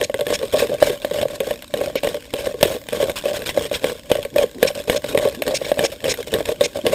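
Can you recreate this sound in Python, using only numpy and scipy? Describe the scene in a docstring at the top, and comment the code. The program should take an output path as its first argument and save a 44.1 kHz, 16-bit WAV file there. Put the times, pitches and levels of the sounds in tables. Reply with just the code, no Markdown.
"""A wooden stick stirs resin in a hand-held plastic cup, close to a body-worn camera in a workshop.
From the start it drags along the wall about six times a second, among quicker, uneven knocks: friction
and impacts excite the cup's hollow ring, while threads of wet resin crackle. Now and then the edge
catches and rasps, and the hardest knocks overload the microphone. After about four seconds, as the
stirring goes on, the resin also begins to close behind the stick with dull, rising swishes."""
import sys
import numpy as np
from scipy import signal
from scipy.fft import rfft, irfft, next_fast_len
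from scipy.io import wavfile
from scipy.ndimage import uniform_filter1d

SR = 44100
rng = np.random.default_rng(int(sys.argv[2]) if len(sys.argv) > 2 else 0)


def dump(signal):
    """Clip the signal to [-1, 1] and save it as 16-bit WAV at the path in sys.argv[1]."""
    limited = np.clip(np.atleast_2d(signal).T, -1, 1)
    pcm = np.round(limited * 32767).astype(np.int16)
    wavfile.write(sys.argv[1], SR, pcm)


N = 306054

# blows of the stick on the cup: (time [s], ring level [dB], tick level [dB], pitch of the cup [Hz])
KNOCKS = [(0.013,-9,-19,485), (0.0974,-12.5,-33.5,570), (0.1425,-11.5,-21.5,540), (0.1915,-13,-31,604),
          (0.209,-9,-23,575), (0.2675,-16,-23,500), (0.4295,-11.5,-30,544), (0.542,-3,-25,608),
          (0.621,-5.5,-29,559), (0.6955,-12,-35,520), (0.729,-12.5,-41,589), (0.819,-10.5,-30,560),
          (0.8255,2.5,-16,592), (0.871,-10,-31,592), (0.897,-9.5,-25,493), (1.0475,-10,-23,602),
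          (1.1115,-11.5,-28.5,543), (1.215,-16,-21.5,620), (1.23,-9,-28,612), (1.255,-9,-40.5,555),
          (1.4035,-8.5,-19.5,544), (1.4725,-12.5,-39,520), (1.509,-10,-22,595), (1.623,-42,-31,560),
          (1.7394,-9,-22,590), (1.813,-9,-26,558), (1.9555,-9,-22.5,536), (2.0343,-13,-25.5,585),
          (2.045,-10,-22,587), (2.073,-11.5,-22.5,568), (2.1445,-14,-28,586), (2.3383,-11.5,-20.5,518),
          (2.47,-9,-27.5,538), (2.542,-16.5,-38,500), (2.611,-19,-24.5,460), (2.6288,-0.5,-5,580),
          (2.653,-8.5,-22,457), (2.887,-33,-24,493), (2.9297,-13,-23,595), (3.002,-9,-29,582),
          (3.0265,-5.5,-23,540), (3.0965,-13,-23,585), (3.256,-9.5,-26.5,555), (3.42,-21.5,-28,598),
          (3.4917,-28,-20,560), (3.575,-4.5,-24.5,564), (3.714,-11.5,-30,587), (3.843,-7,-18.5,528),
          (4.101,-12.5,-28,600), (4.1159,-3,-12.5,512), (4.154,-10,-25,590), (4.1853,-12,-48.5,580),
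          (4.2288,-48,-28,487), (4.2505,-14.5,-25.5,560), (4.3607,-5.5,-22.5,590), (4.383,-8,-18.5,570),
          (4.4385,-7,-41.5,520), (4.6287,-2,-10.5,513), (4.6505,-7.5,-34.5,544), (4.898,-9.5,-12,536),
          (4.959,-12,-35,590), (5.043,-16.5,-26.5,576), (5.1482,-3.5,-26.5,558), (5.1753,-11,-16,468),
          (5.2513,-4,-28,544), (5.2868,-30,-26,486), (5.421,-10.5,-17,606), (5.479,-14,-17.5,533),
          (5.6155,-13.5,-40,546), (5.717,-4,-23.5,595), (5.792,-9.5,-17,547), (5.8309,-11.5,-33,460),
          (5.85,-9.5,-22,559), (6.0422,-22,-23,510), (6.055,-11,-31,540), (6.079,-10.5,-31.5,531),
          (6.14,-32,-24,585), (6.339,-10,-15,511), (6.406,-12,-31,610), (6.4546,-45,-26.5,584),
          (6.4893,-10,-23,610), (6.6097,-2,-17.5,572), (6.852,-11,-36,600), (6.866,-6,-14,497),
          (6.93,-6,-33.5,600)]
# drags along the wall: (start [s], end [s], grit level [dB], ring level [dB])
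STROKES = [(0,0.03,-26.5,-20), (0.28,0.345,-26.5,-16), (0.391,0.464,-38,-27), (0.524,0.645,-27,-18),
           (0.685,0.754,-43,-22), (0.801,0.935,-31.5,-28), (1.017,1.083,-41,-33.5),
           (1.134,1.224,-31.5,-21.5), (1.298,1.359,-39,-28), (1.426,1.537,-35.5,-28.5),
           (1.747,1.904,-40,-24), (2.027,2.177,-39,-28), (2.334,2.512,-37,-28.5), (2.604,2.769,-32.5,-24.5),
           (2.921,3.113,-35.5,-23), (3.157,3.197,-28.5,-37), (3.237,3.408,-34.5,-24.5),
           (3.454,3.506,-27,-31.5), (3.544,3.667,-31.5,-24.5), (3.715,3.772,-27.5,-26),
           (3.811,3.924,-32,-26), (4.094,4.195,-33.5,-30), (4.362,4.434,-29.5,-17), (4.61,4.705,-31,-23.5),
           (4.746,4.804,-32.5,-26.5), (4.873,4.972,-29,-20.5), (5.037,5.129,-34.5,-29),
           (5.172,5.281,-32.5,-18.5), (5.315,5.362,-36,-31), (5.466,5.549,-35,-19.5), (5.606,5.707,-32,-28),
           (5.772,5.852,-34,-16.5), (5.918,5.938,-29.5,-25), (6.037,6.124,-31,-22.5),
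           (6.174,6.213,-34.5,-26), (6.266,6.282,-28,-28), (6.315,6.413,-33.5,-20.5),
           (6.466,6.521,-32.5,-20.5), (6.598,6.658,-28.5,-23), (6.746,6.794,-34.5,-22),
           (6.857,6.955,-33,-22.5)]
# spectrum of friction and crackle: (frequency [Hz], level [dB])
GRIT_SPECTRUM = [(100, 12.5), (700, -4), (1100, 11), (1700, 2.5), (2500, 4.5), (3600, 3.5), (4700, 0),
                 (5500, 1), (7300, -2), (8600, 1.5), (10000, -3.5), (10800, -9), (13300, -9), (14800, -3)]


def amp(db):
    """Amplitude ratio of a level in decibels."""
    return 10 ** (np.asarray(db) / 20)


def unit(x):
    """Normalisation to rms 1."""
    return x / np.sqrt(np.mean(x ** 2) + 1e-20)


def read(points, hz):
    """Interpolation on a logarithmic frequency axis."""
    f, value = np.transpose(points)
    return np.interp(np.log(hz + 1), np.log(f), value)


def add(mix, start_s, sound):
    """Superposition of a sound on the mix."""
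    part = mix[max(round(start_s * SR), 0):][:len(sound)]
    part += sound[:len(part)]


def minimum_phase(db_at, size=2048):
    """Causal impulse response of a gain curve: phase follows from log gain by the Hilbert transform."""
    log_gain = np.log(amp(db_at(abs(np.fft.fftfreq(size, 1 / SR)))))
    spectrum = np.exp(np.conj(signal.hilbert(log_gain)))
    return np.fft.ifft(spectrum).real[:size // 2]


def colour(x, spectrum):
    """Spectral shaping by convolution, row by row, keeping the energy of white input."""
    response = minimum_phase(lambda hz: read(spectrum, hz))
    response = (response / np.linalg.norm(response)).reshape((1,) * (x.ndim - 1) + (-1,))
    return signal.oaconvolve(x, response, axes=-1)[..., :x.shape[-1]]


def wander(per_s, step=16):
    """Random modulation: Gaussian noise low-passed near per_s hertz, rms 1."""
    size = next_fast_len(N // step + 2)
    hz = np.fft.rfftfreq(size, step / SR)
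    spectrum = rfft(rng.standard_normal(size)) * np.exp(-(hz / per_s) ** 2)
    return np.interp(np.arange(N) / step, np.arange(size), unit(irfft(spectrum, size)))


def slips(per_s, spread_db):
    """Poisson process of impulses with uneven size and random sign, rms 1."""
    size = amp(spread_db * np.minimum(rng.exponential(1, N), 4))
    return unit(size * rng.choice([-1, 1], N) * (rng.random(N) < per_s / SR))


def stumbles(per_s, unevenness, drift_per_s=40):
    """Quasi-periodic train of equal impulses whose rate drifts, rms 1."""
    cycles = np.cumsum(per_s * np.exp(unevenness * wander(drift_per_s))) / SR
    return unit(np.diff(np.floor(cycles), prepend=0))


def crumble(clicks, decay_s):
    """Exponential decay spreads each click's energy into a burst of noise, rms 1."""
    power = signal.lfilter([1], [1, -np.exp(-2 / (decay_s * SR))], clicks ** 2 + 1e-18)
    return unit(np.sqrt(power) * rng.standard_normal(N))


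def resonate(x, hz, width_hz):
    """Damped resonator of gain 1 whose centre follows the curve hz."""
    angle = (2 * np.pi * (np.cumsum(hz / SR) % 1)).astype(np.float32)
    phasor = np.cos(angle) + 1j * np.sin(angle)
    pole = np.exp(-np.pi * width_hz / SR)
    return 2 * (phasor * signal.lfilter([1 - pole], [1, -pole], x * phasor.conj() + 1e-18)).real


def workshop_air(level_db=-46):
    """Stationary background noise, strongest in the bass."""
    # spectrum of the air: (frequency [Hz], level [dB])
    air_spectrum = [(20, -21), (45, 3), (90, -3.5), (170, -9), (300, -1.5), (600, -76), (1200, -41),
                    (3500, -26), (8000, -26), (16000, -78)]
    return amp(level_db) * colour(rng.standard_normal(N), air_spectrum)


def reverberate(x, wet_db=-16, gap_s=0.015):
    """Reverberation: faint reflections from bench and shelves decay at each band's own rate."""
    # decay of the workshop: (frequency [Hz], t60 [s])
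    decay_times = [(150, 0.19), (600, 0.28), (3000, 0.2), (8000, 0.18), (15000, 0.96)]
    count = SR // 2
    echoes = rng.choice([-1., 1.], count) * (rng.random(count) < .06) * (np.arange(count) > gap_s * SR)
    hz, t, bands = signal.stft(echoes, SR, nperseg=256)
    decay = amp(-60 * t / read(decay_times, hz)[:, None])
    tail = signal.istft(bands * decay, SR, nperseg=256)[1]
    return x + amp(wet_db) * signal.fftconvolve(x, tail / np.linalg.norm(tail))[:N]


def contact_force(levels_db, grip_s=0.00089, arch_db=1, release_s=0.0058):
    """Normal force on the wall: each stroke grips quickly, bears down most midway, and lets go."""
    force = np.zeros(N)
    for (start, end, *_), db in zip(STROKES, levels_db):
        length = max(end - start, .01)
        t = np.arange(0, length + 8 * release_s, 1 / SR)
        arch = np.sin(np.pi * np.minimum(t / length, 1)) - 2 / np.pi
        contact = (1 - np.exp(-t / grip_s)) * np.exp(-np.maximum(t - length, 0) / release_s)
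        add(force, start, amp(db + arch_db * arch) * contact)
    return force


def effort(flow_s=0.088):
    """Stirring effort, rms 1: a moving average, since the resin keeps flowing around each stroke."""
    evened_force = np.sqrt(contact_force([ring_db for *_, ring_db in STROKES]))
    return unit(uniform_filter1d(evened_force, round(flow_s * SR)))


def stick_modes(x, wood_db, slide=0.1):
    """The stick's bending resonances slide with the contact point and colour x at constant energy."""
    # bending modes: (frequency [Hz], bandwidth [Hz], level [dB])
    modes = [(1104, 29, -8), (1624, 123, 2), (2346, 80, 0.5), (3137, 103, 0), (3600, 205, 1),
             (5710, 590, -5), (7750, 77, 0)]
    wood = sum(amp(db) * resonate(x, hz * np.exp(slide * wander(per_s=29.3)), width)
               for hz, width, db in modes)
    return unit(x + amp(wood_db) * wood) * np.std(x)


def cup_ring(pitch_hz, damping, contact_s=0.00041, rest_hz=574.6):
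    """Modal impulse response, energy 1: shell modes alternate in sign, so they swell and then cancel."""
    # modes of base and walls, which shift with flexing: (frequency at rest [Hz], level [dB], t60 [s])
    shell_modes = [(243, -19.5, 0.042), (421, -3.5, 0.037), (472, 0.5, 0.031), (574.8, 3, 0.045)]
    # steady modes of the cup and the air in it: (frequency [Hz], level [dB], t60 [s])
    hollow_modes = [(577.7, -5.5, 0.05), (742.5, -14.5, 0.033), (900, -2.5, 0.0075), (1094, -9.5, 0.029)]
    t = np.arange(3500) / SR
    modes = [((-1) ** (k + 1), hz * pitch_hz / rest_hz, db, t60)
             for k, (hz, db, t60) in enumerate(shell_modes)]
    modes += [(1, *mode) for mode in hollow_modes]
    ring = sum(sign * amp(db - 60 * t * damping / t60) * np.sin(2 * np.pi * hz * t)
               for sign, hz, db, t60 in modes)
    ring *= 1 - np.exp(-t / contact_s)
    return ring / np.linalg.norm(ring)


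def flexing(push, low_hz=490, high_hz=590, damping=1.15):
    """Forced vibration: the cup, damped by the stick, blends between two tunings as its wall bends."""
    bend = np.pi / 4 * (1 + np.tanh(2 * wander(per_s=7.7)))
    slack = signal.oaconvolve(push * np.cos(bend) ** 2, cup_ring(low_hz, damping))[:N]
    taut = signal.oaconvolve(push * np.sin(bend) ** 2, cup_ring(high_hz, damping))[:N]
    return slack + taut


def handling(level_db=-42, lump_db=3, thump_db=-23, thump_hz=190, thump_s=0.0064, yield_db=-11):
    """Compliance of the hand: the cup gives, with dull lumps along strokes and a thump at each blow."""
    # spectrum of the lumps: (frequency [Hz], level [dB])
    lump_spectrum = [(25, -42), (70, 0.5), (130, -0.5), (260, -3.5), (400, -1.5), (800, -32), (3000, -52)]
    lumps = effort() * unit(amp(lump_db * wander(per_s=25))) * slips(per_s=400, spread_db=3)
    out = amp(level_db) * colour(lumps, lump_spectrum)
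    t = np.arange(SR // 30) / SR
    envelope = t / thump_s * np.exp(1 - t / thump_s)
    for start, hollow_db, *_ in KNOCKS:
        hz = thump_hz * np.exp(rng.random() - .5)
        give_db = min(hollow_db, yield_db)  # the grip yields only so far
        add(out, start, amp(give_db + thump_db) * envelope * np.sin(2 * np.pi * hz * t))
    return out


def gulps(low_hz=230, high_hz=400):
    """Cavity resonance: a hollow in the resin shrinks as it closes, so its broad peak climbs."""
    # resin closing behind the stick: (start [s], end [s], level [dB])
    closures = [(4.314, 4.41, -34.5), (4.54, 4.62, -35.5), (5.075, 5.176, -31.5), (5.366, 5.426, -33),
                (6.829, 6.89, -28)]
    out = np.zeros(N)
    for start, end, db in closures:
        length = round((end - start) * SR)
        hz = np.geomspace(low_hz, high_hz, length)
        pocket = resonate(rng.standard_normal(length), hz, width_hz=170)
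        pocket = resonate(pocket, hz, width_hz=220)
        add(out, start, amp(db) * unit(pocket * signal.windows.tukey(length, .5)))
    return out


def resin(crackle_db=-43, pop_db=-41, tug_db=-39, swell_db=2, rest_db=-4, wood_db=8):
    """Rupture and adhesion: sticky threads snap, a few bubbles pop, and the resin tugs at the cup."""
    swell = unit(amp(swell_db * wander(per_s=21)))
    stir = effort()
    threads = amp(crackle_db) * unit(swell * (amp(rest_db) + stir)) * slips(per_s=1500, spread_db=3)
    bubbles = (1.17 + stir) * stumbles(per_s=30, unevenness=.8) * amp(3.7 * wander(per_s=106))
    pops = amp(pop_db) * crumble(bubbles, decay_s=0.0019)
    tugs = unit(swell * (0.81 + stir)) * slips(per_s=620, spread_db=7)
    return stick_modes(colour(threads + pops, GRIT_SPECTRUM), wood_db) + amp(tug_db) * flexing(tugs)


def rasping(level_db=1, slip_hz=750, wood_db=2):
    """Stick-slip oscillation: the caught edge chatters and hisses; a wet edge sounds duller."""
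    # catches of the edge: (start [s], end [s], level [dB], treble cutoff [Hz])
    catches = [(0.035, 0.053, -24.5, 8800), (0.332, 0.366, -24.5, 9100), (1.22, 1.238, -36, 4030),
               (1.95, 1.998, -31, 3730), (3.736, 3.759, -26, 3900), (4.67, 4.691, -22, 8000),
               (4.958, 4.982, -27, 8100), (5.539, 5.582, -23.5, 11300), (5.647, 5.662, -30, 3970),
               (5.834, 5.873, -23.5, 9000), (6.087, 6.132, -22.5, 9000), (6.634, 6.669, -23, 8500)]
    # spectrum of a rasp: (frequency [Hz], level [dB])
    rasp_spectrum = [(150, 7), (900, -10), (1900, -4), (2300, 10), (3000, 1.5), (4200, 5), (4700, 0),
                     (5300, 9), (6700, 7.5), (7400, -1), (8300, 1.5), (9700, 2.5), (10700, -31), (14800, 7)]
    chatter = stumbles(slip_hz, unevenness=0.13, drift_per_s=230)
    hiss = rng.standard_normal(N)
    rub = stick_modes(colour(chatter - chatter.mean() + hiss, rasp_spectrum), wood_db)
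    out = np.zeros(N)
    for start, end, db, cutoff_hz in catches:
        low_pass = signal.butter(3, cutoff_hz, fs=SR, output="sos")
        burst = signal.sosfilt(low_pass, rub[round(start * SR):][:round((end - start) * SR)])
        add(out, start, amp(db + level_db) * unit(burst * signal.windows.tukey(len(burst), .5)))
    return out


def scraping(grit_db=-1, snag_db=-5, ring_db=-7.5, hop_db=-3, judder_db=4.5, wood_db=8):
    """Sliding friction: fine fibre slips make grit, snags click, coarse slips and hops ring the cup."""
    _, _, grit_levels, ring_levels = np.transpose(STROKES)
    judder = unit(amp(judder_db * wander(per_s=34)))
    hops = stumbles(per_s=40, unevenness=.35)
    fine_slips = amp(grit_db) * judder * slips(per_s=4500, spread_db=0.5)
    snags = amp(snag_db) * crumble(hops + slips(per_s=70, spread_db=3), decay_s=0.0013)
    push = amp(ring_db) * slips(per_s=900, spread_db=2) + amp(hop_db) * hops
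    grit = colour(contact_force(grit_levels) * (fine_slips + snags), GRIT_SPECTRUM)
    return stick_modes(grit, wood_db) + flexing(contact_force(ring_levels) * push)


def knocks(ring_db=-5.5, tick_db=1.5, crush_s=0.0019, rattle_db=-20, rattle_s=0.023,
           damping=0.87, grip_spread=0.83, contact_s=0.00026, softness=0.75, bare_db=7, wood_db=3):
    """Impact excitation: each blow rings the cup; wood crushing on plastic adds a tick and a rattle."""
    # spectrum of a tick on the thin wall: (frequency [Hz], level [dB])
    tick_spectrum = [(100, 3.5), (700, 2), (1100, -3), (1700, -0.5), (3300, -2.5), (4100, -5.5),
                     (4600, -12), (5400, -12.5), (7300, -17), (8500, -6.5), (10200, -12.5), (10900, -17),
                     (13300, -13), (14800, -14)]
    rings, ticks = np.zeros(N), np.zeros(N)
    t = np.arange(SR // 40) / SR
    ring_energy, tick_energy = .01 * SR, .004 * SR  # as of 10 ms and 4 ms at rms 1
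    fade = np.exp(-t / crush_s) + amp(rattle_db) * np.exp(-t / rattle_s)
    crushes = colour(rng.standard_normal((len(KNOCKS), len(t))) * fade, tick_spectrum)
    for (start, hollow_db, sharp_db, pitch_hz), crush in zip(KNOCKS, crushes):
        hand_damping = damping * np.exp(grip_spread * (2 * rng.random() - 1))
        # a blow cushioned by resin hardly ticks and swells slowly
        cushion_s = contact_s * amp(softness * np.clip(hollow_db - sharp_db - bare_db, 0, 30))
        ring = np.sqrt(ring_energy) * cup_ring(pitch_hz, hand_damping, cushion_s)
        tick = np.sqrt(tick_energy) * crush / np.linalg.norm(crush)
        add(rings, start - cushion_s / 2, amp(hollow_db + ring_db) * ring)
        add(ticks, start, amp(sharp_db + tick_db) * tick)
    return rings + stick_modes(ticks, wood_db)


def scene():
    """Superposition of the cup's sounds, their reflections and the steady air."""
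    cup = knocks() + scraping() + rasping() + resin() + gulps() + handling()
    return (reverberate(cup) + workshop_air())[None]


def record(dry, low_cut_hz=32, high_cut_hz=15500):
    """Filtering and saturation: bass loss, housing resonances, clipped peaks, then a steep treble cut."""
    # notches and resonances of the camera housing: (frequency [Hz], width [Hz], gain [dB])
    housing_bands = [(1278, 277, -11.5), (5975, 460, -9), (11483, 157, 18.5), (12090, 534, -21),
                     (12440, 186, 22.5)]
    housing = minimum_phase(lambda hz: sum(db * np.exp(-2 * ((hz - centre) / width) ** 2)
                                           for centre, width, db in housing_bands))
    heard = signal.sosfilt(signal.butter(1, low_cut_hz, "high", fs=SR, output="sos"), dry)
    clipped = np.clip(signal.oaconvolve(heard, housing[None])[:, :N], -1, 1)
    low_pass = signal.firwin(255, high_cut_hz, window=("kaiser", 8), fs=SR)
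    return signal.oaconvolve(clipped, low_pass[None], "same")


dry = scene()
out = record(dry)
dump(out)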